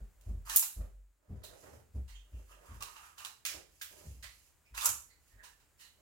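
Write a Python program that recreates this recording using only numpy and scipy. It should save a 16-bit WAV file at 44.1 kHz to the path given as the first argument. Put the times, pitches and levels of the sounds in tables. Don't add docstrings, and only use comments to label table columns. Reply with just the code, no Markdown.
import sys
import numpy as np
from scipy import signal
from scipy.fft import rfft, irfft, next_fast_len
from scipy.io import wavfile
from scipy.ndimage import uniform_filter1d

SR = 44100
rng = np.random.default_rng(int(sys.argv[2]) if len(sys.argv) > 2 else 0)


def transcribe(u):
    v = np.clip(np.atleast_2d(u).T, -1, 1)
    q = np.round(v * 32767).astype(np.int16)
    wavfile.write(sys.argv[1], SR, q)


N = 265041

# frequency in Hz, relative level in dB.
HISS_TONE = [(1500, -13.5), (2900, -1), (3500, -12), (4600, -5), (7000, -2.5), (9000, -6), (12000, -3),
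             (16000, -13.5)]
ROOM_BUILD_S = 0.0018


def undb(db):
    return 10 ** (np.asarray(db) / 20)


def unit(x):
    return x / np.sqrt(np.mean(x ** 2))


def read(points, hz):
    f, value = np.transpose(points)
    return np.interp(np.log(hz + 1), np.log(f), value)


def add(track, s, sound):
    start = max(int(s * SR), 0)
    track[..., start:start + sound.shape[-1]] += sound[..., :N - start]


def response(points, tilt_db=0, ring_hz=1000, ring_db=0):
    size = 2048
    hz = np.fft.rfftfreq(size, 1 / SR)
    ring = ring_db / (1 + ((hz - ring_hz) / (0.068 * ring_hz)) ** 2)
    tilt = tilt_db * np.log2(np.maximum(hz, 500) / 500)
    low_cut = (hz + 1) / (hz + points[0][0] / 2)
    gain = undb(read(points, hz) + tilt + ring) * low_cut
    cepstrum = irfft(np.log(unit(gain)))
    cepstrum[1:size // 2] *= 2
    cepstrum[size // 2 + 1:] = 0
    return irfft(np.exp(rfft(cepstrum)))


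def colour(x, points, tilt_db=0):
    return signal.oaconvolve(x, response(points, tilt_db))[:len(x)]


def resonate(x, hz, width):
    return signal.lfilter(*signal.iirpeak(hz, hz / width, fs=SR), x)


def swell(t, rise_s):
    rise_s = max(rise_s, 1 / SR)
    return (t / rise_s * np.exp(1 - t / rise_s)) ** 2


def walk(rate):
    hold = int(SR / rate)
    steps = rng.standard_normal(N)[np.arange(N) // hold]
    return uniform_filter1d(steps, hold)


def friction(rate):
    slip_db, patch_db = 2.5, 3.5
    slips = (rng.random(N) < rate / SR) * rng.standard_normal(N)
    size_db = slip_db * np.minimum(rng.exponential(size=N), 4)
    return unit(slips * undb(size_db + patch_db * walk(120)))


def strokes(table):
    gain = np.zeros(N)
    for s, length_s, db in table:
        arch = np.sin(np.linspace(0, np.pi, int(length_s * SR)))
        add(gain, s, undb(db) * arch)
    return gain


def tail(build_s):
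    # frequency in Hz, time to fall by 60 dB in seconds.
    room_t60 = [(200, .5), (1000, 0.33), (3000, 0.3667), (7000, 0.35), (11000, 0.3622), (16000, 0.2667)]
    size = 2 ** 15
    hz, age, cells = signal.stft(rng.standard_normal((2, size)), SR, nperseg=256)
    decay = np.exp(-np.log(1000) * age / read(room_t60, hz)[:, None])
    fading = signal.istft(cells * decay, SR)[1][:, :size]
    fading *= 1 - np.exp(-np.arange(size) / SR / build_s)
    return fading / np.linalg.norm(fading, axis=1, keepdims=True)


def background():
    # frequency in Hz, relative level in dB.
    background_tone = [(15, -40.5), (25, -6.5), (64, 0.5), (175, -18), (363, -19), (818, -22), (1610, -22),
                       (3430, -29.5), (5880, -30.5), (7110, -23), (10400, -30), (14800, -29.5),
                       (16000, -27)]
    background_db = -70.5
    dip_s, dip_fall_s, dip_db = 0.8, 0.39, -8.5
    shared = rng.standard_normal(N)
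    noise = np.array([unit(colour(rng.standard_normal(N) + 1.2 * shared, background_tone)) for _ in range(2)])
    dip = swell(np.maximum(np.arange(N) / SR - dip_s, 0), dip_fall_s)
    return undb(background_db + dip_db * dip) * noise


def bumps(sag):
    # start in seconds, boom peak in dB, settled boom pitch in Hz, boom rise in seconds,
    # relative thud level in dB.
    pushes = [(0, -40.5, 43.8, .03, -51), (.254, -34.5, 46.17, .062, -43), (.759, -33, 46.1, .04, -42.5),
              (1.277, -45, 58, 0.055, -42.5), (1.29, -48.5, 171, .025, -49), (1.6, -65, 65.2, 0.14, -60),
              (1.936, -30.5, 62.7, 0.042, -40.5), (2.316, -40.5, 52.1, 0.047, -52),
              (2.675, -47.5, 51.6, 0.06, -50), (3.51, -58, 56.7, 0.05, -66.5),
              (4.02, -48, 57.7, 0.1, -55.5), (4.039, -53.5, 136, .04, -54),
              (4.702, -49.5, 48, 0.044, -61.5), (4.859, -53, 67, 0.051, -57), (5.32, -57, 43.2, 0.043, -67)]
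    # frequency in Hz, relative level in dB.
    thud_tone = [(40, -3.5), (70, 9.5), (98, 11), (135, -2), (165, -13.5), (210, -4), (265, -13),
                 (420, -17.5), (700, -28), (1500, -42.5), (5000, -54)]
    swing_delay_s, swing_rise_s, swing_hz, swing_db = 0.14, 0.072, 47, -16
    boom, thud = np.zeros(N), np.zeros(N)
    t = np.arange(SR) / SR
    for s, boom_db, hz, rise_s, thud_db in pushes:
        cycles = np.cumsum(hz * (1 + sag * np.exp(-t / rise_s))) / SR
        add(boom, s, undb(boom_db) * swell(t, rise_s) * np.sin(2 * np.pi * cycles))
        after_swing = swell(t, swing_rise_s) * np.sin(2 * np.pi * swing_hz * t)
        add(boom, s + swing_delay_s, undb(boom_db + swing_db) * after_swing)
        wood = colour(rng.standard_normal(len(t)), thud_tone)
        add(thud, s, undb(thud_db) * swell(t, 0.84 * rise_s) * wood)
    return boom, thud


def low_rubs():
    # start in seconds, length in seconds, relative level in dB.
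    rubs = [(0, 0.017, -54.5), (.16, 0.28, -64.5), (.52, 0.11, -57.5), (.75, 0.14, -58), (1.18, 0.35, -63),
            (1.37, 0.48, -55.5), (1.61, 0.069, -54.5), (2.23, 0.24, -65), (2.49, 0.19, -57.5),
            (2.55, 0.51, -64.5), (3.17, 0.14, -74), (3.46, 0.15, -53), (3.89, 0.2, -57),
            (4.81, 0.087, -57.5), (5.3, 0.19, -71.5), (5.94, 0.1, -67)]
    # frequency in Hz, relative level in dB.
    rub_tone = [(100, -3), (250, -6.5), (370, 1.5), (500, 3.5), (750, -5.5), (1500, -11), (3500, -25.5),
                (7000, -24.5), (16000, -31.5)]
    return undb(-4.0) * colour(friction(rate=500), rub_tone) * strokes(rubs)


def fine_hisses():
    # start in seconds, length in seconds, relative level in dB.
    brushes = [(.22, 0.11, -60.5), (1.28, 0.077, -71), (1.48, 0.2, -54.5), (1.6, 0.24, -58.5),
               (1.93, 0.046, -56.5), (2.27, 0.29, -64), (3.66, 0.62, -52.5), (3.92, 0.17, -70),
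               (4.21, 0.31, -54.5), (5.18, 0.18, -60), (5.775, 0.068, -48)]
    hiss = colour(friction(rate=14000), HISS_TONE)
    return undb(-9) * hiss * strokes(brushes)


def fingers(width_share):
    # start in seconds, lower resonance in Hz, its relative level in dB,
    # upper resonance's relative level in dB, rise in seconds.
    squeaks = [(1.43, 1825, -66.5, -52.5, 0.0094), (2.08, 2020, -66.5, -69.5, 0.02),
               (2.141, 3046, -59.5, -67, 0.012), (2.32, 2800, -72, -84, 0.023),
               (2.51, 2800, -62.5, -84, 0.0091), (4.222, 1940, -56.5, -56, 0.017),
               (4.65, 2420, -67.5, -76, 0.01), (5.094, 2000, -68, -66.5, 0.01),
               (5.285, 1820, -75, -90, 0.051), (5.372, 1730, -60, -84.5, 0.032),
               (5.79, 1887, -66.5, -62.5, 0.024)]
    squeak_ratio = 2.15
    out, t = np.zeros(N), np.arange(SR // 2) / SR
    for s, lower_hz, lower_db, upper_db, rise_s in squeaks:
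        for hz, db in (lower_hz, lower_db), (squeak_ratio * lower_hz, upper_db):
            width = width_share * hz
            ring = resonate(resonate(rng.standard_normal(len(t)), hz, width), hz, width)
            add(out, s, undb(db) * unit(ring) * np.sqrt(swell(t, rise_s)))
    return out


def spool():
    # start in seconds, length in seconds, relative rattle level in dB.
    tugs = [(2.47, 0.09, -60.5), (2.6, 0.21, -58.5), (2.79, 0.19, -58), (2.92, 0.22, -57.5),
            (3.15, 0.16, -55)]
    # release in seconds, tip home in seconds,
    # relative rattle level in dB, relative hiss level in dB, both as the tip arrives.
    rewinds = [(0.448, 0.554, -46, -36), (4.737, 4.866, -39, -34)]
    spin_up_s, climb_db_per_s, stop_s = 0.061, 63, 0.0032
    rattle_power, hiss_power = 0.28, 0.92
    t = np.arange(N) / SR
    rattle = strokes(tugs)
    hiss = undb(-3.5) * rattle
    for release_s, home_s, rattle_db, hiss_db in rewinds:
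        speed = np.tanh(np.maximum(t - release_s, 0) / spin_up_s)
        climb = undb(-climb_db_per_s * np.maximum(home_s - t, 0))
        approach = climb * np.exp(-np.maximum(t - home_s, 0) / stop_s)
        rattle = rattle + undb(rattle_db) * speed ** rattle_power * approach
        hiss = hiss + undb(hiss_db) * speed ** hiss_power * approach
    return rattle, hiss


def reel():
    # frequency in Hz, width in Hz, relative level in dB.
    case = [(960, 50, 0), (1144, 140, 8.5), (1360, 300, -2), (1550, 1000, -10.5), (2720, 170, -9.5),
            (3700, 130, -20.5)]
    rattle = friction(rate=760)
    body = np.zeros(N)
    for hz, width, db in case:
        panel_slips = 0.38 * rattle + friction(rate=380)
        body += undb(db) * resonate(panel_slips, hz, width)
    band = signal.butter(2, (700, 5000), "band", fs=SR, output="sos")
    body = unit(signal.sosfilt(band, body))
    hiss = unit(colour(friction(rate=5000) + 0.6 * rattle, HISS_TONE))
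    rattle_gain, hiss_gain = spool()
    return body * rattle_gain + hiss * hiss_gain


def strikes(table, tone, chatter, direct_db, soften_db):
    direct, diffuse = np.zeros((2, N)), np.zeros((2, N))
    t = np.arange(4096) / SR
    for s, db, tilt_db, chatter_ms, ring_hz, ring_db in table:
        chatter_s = max(chatter_ms, .2) / 1000
        force = rng.standard_normal(len(t)) * np.exp(-t / chatter_s) * (1 - np.exp(-2 * t / chatter_s))
        force *= chatter / np.linalg.norm(force)
        force[0] = np.exp(-chatter_ms / 2)
        body = response(tone, tilt_db, ring_hz, ring_db)
        blow = signal.fftconvolve(force, body)
        attack_db = direct_db + soften_db * np.log2(max(chatter_ms / 2, 1))
        add(direct, s, undb(db + attack_db) * blow / np.linalg.norm(blow))
        room = tail(ROOM_BUILD_S + chatter_s)
        add(diffuse, s, undb(db) * signal.fftconvolve(room, body[None]))
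    return direct, diffuse


def clicks():
    # start in seconds, relative level in dB, tilt in dB per octave, chatter in ms,
    # ring in Hz, ring height in dB.
    knocks = [(.2105, -40.5, 1, 1.6, 4240, -0.5), (.4955, -9.5, 0, 3, 1760, 14.5),
              (.6255, -9, 1, 1.2, 3070, -9), (1.4345, -19.5, 2.5, 5.8, 4100, 4),
              (2.076, -27.5, -1.5, 15.4, 3210, 3), (2.805, -19, -2.5, 5.1, 1147, 19),
              (2.823, -15, -.5, 1.8, 2730, 3.5), (2.883, -31, -4, 1.4, 1240, 14),
              (2.9605, -24.5, -4.5, 5.6, 2750, 9), (3.178, -19, -1.5, 7.4, 2870, 8),
              (3.2484, -15.5, -1, 1.6, 3940, 5.5), (4.7455, -20.5, -1, 5.4, 1008, 9.5),
              (4.7774, -14, -2.5, 1.3, 2630, 9.5), (4.8095, -16, 1, 1.7, 3570, 20),
              (4.855, -13, -7.5, 1.26, 1340, 11), (5.431, -22.5, -1, 11, 985, 9.5),
              (5.595, -40, -2.5, 9.4, 2300, 7), (5.789, -25.5, 0, 43, 3020, 10.5)]
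    # frequency in Hz, relative level in dB.
    click_tone = [(250, -24.5), (580, -25), (850, -0.5), (1150, -3), (1600, -2.5), (2100, -8.5),
                  (2850, 0.5), (3400, -7), (3850, 0), (4600, -3.5), (7200, -1.5), (9500, -4.5),
                  (16000, -5.5)]
    return strikes(knocks, click_tone, chatter=4.2, direct_db=-1.5, soften_db=-4.0)


def drops():
    # start in seconds, relative level in dB, tilt in dB per octave, chatter in ms,
    # ring in Hz, ring height in dB.
    landings = [(3.4511, -9.5, 6.4, 1.6, 2360, 5.5), (3.461, -7.5, 8.9, 2.3, 6860, 5.6),
                (3.474, -11.5, 5.4, 16.4, 5240, 6.8), (3.8126, -20, 3.8, 1.6, 1600, 9.5),
                (3.8157, -15, 8.5, 2.3, 3520, 5.6), (3.824, -14, 21, 0.93, 14500, 6.6),
                (4.2255, -17.5, 5.7, 3.6, 4270, 3.9), (4.241, -27.5, 1.3, 2, 1056, 9)]
    # frequency in Hz, relative level in dB.
    drop_tone = [(200, -35), (550, 3.5), (900, 0.5), (1250, 8.5), (2000, 6.5), (2800, 3), (4200, -2.5),
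                 (6600, -6.5), (10000, -13.5), (16000, -19)]
    return strikes(landings, drop_tone, chatter=1.6, direct_db=-2, soften_db=-13)


def snaps():
    # start in seconds, relative level in dB, tilt in dB per octave, chatter in ms,
    # ring in Hz, ring height in dB.
    slams = [(.5607, 8.5, 11, .6, 14400, 3.5), (.5642, -2.5, 0, .7, 11200, 1.5),
             (.5692, -2, -1, 2.5, 12250, -3.5), (.5945, -5.5, -2, 1, 12900, 7),
             (4.8442, -9.5, -3.5, 3.7, 7640, 7), (4.8563, 0.5, 0, 3, 5870, 10),
             (4.863, -27.5, -14.5, 1.7, 7440, 20.5), (4.891, -8.5, -2.5, .5, 6860, 11.5)]
    # frequency in Hz, relative level in dB.
    snap_tone = [(300, -38), (900, -28), (2400, -21), (3800, -14.5), (4700, -14.5), (5600, -11), (7300, 1),
                 (8800, -4.5), (10800, -1.5), (12500, 0), (16000, -8)]
    return strikes(slams, snap_tone, chatter=1, direct_db=.5, soften_db=0)


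def ports(direct, diffuse):
    # delay left in ms, delay right in ms, level in dB
    echoes = [(.8, 1.1, -11), (3.3, 3.1, -4), (9.9, 10.1, -4.5)]
    # frequency in Hz, left minus right in dB.
    balance_db = [(100, 1), (380, -5), (1200, -4.5), (2500, -9.5), (4500, -6.5), (8000, -9), (15000, 2.5)]
    size = next_fast_len(N + SR // 10, True)
    hz, out = np.fft.rfftfreq(size, 1 / SR), []
    for ear, side in enumerate((1, -1)):
        early = np.zeros(size)
        early[8 * ear] = 1
        for *delays_ms, db in echoes:
            early[int(delays_ms[ear] * SR / 1000)] += undb(db)
        heard = rfft(direct[ear], size) * rfft(early) + rfft(diffuse[ear], size)
        balance = undb(side * read(balance_db, hz) / 2)
        out.append(irfft(heard * balance, size)[:N])
    return np.array(out)


def scene():
    boom, thud = bumps(sag=.3)
    rubbing = low_rubs() + fine_hisses() + fingers(width_share=0.22) + reel()
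    direct, diffuse = np.sum([clicks(), drops(), snaps()], axis=0)
    into_room = rubbing + undb(-9.5) * thud
    wash = signal.fftconvolve(into_room[None], tail(ROOM_BUILD_S))[:, :N]
    airborne = ports(direct + undb(-8.5) * rubbing, diffuse + undb(-2.5) * wash)
    through_desk = boom + undb(-0.5) * thud
    return airborne + through_desk + background()


def record(dry):
    return signal.sosfilt(signal.ellip(10, .2, 80, 16100, fs=SR, output="sos"), dry)


dry = scene()
out = record(dry)
transcribe(out)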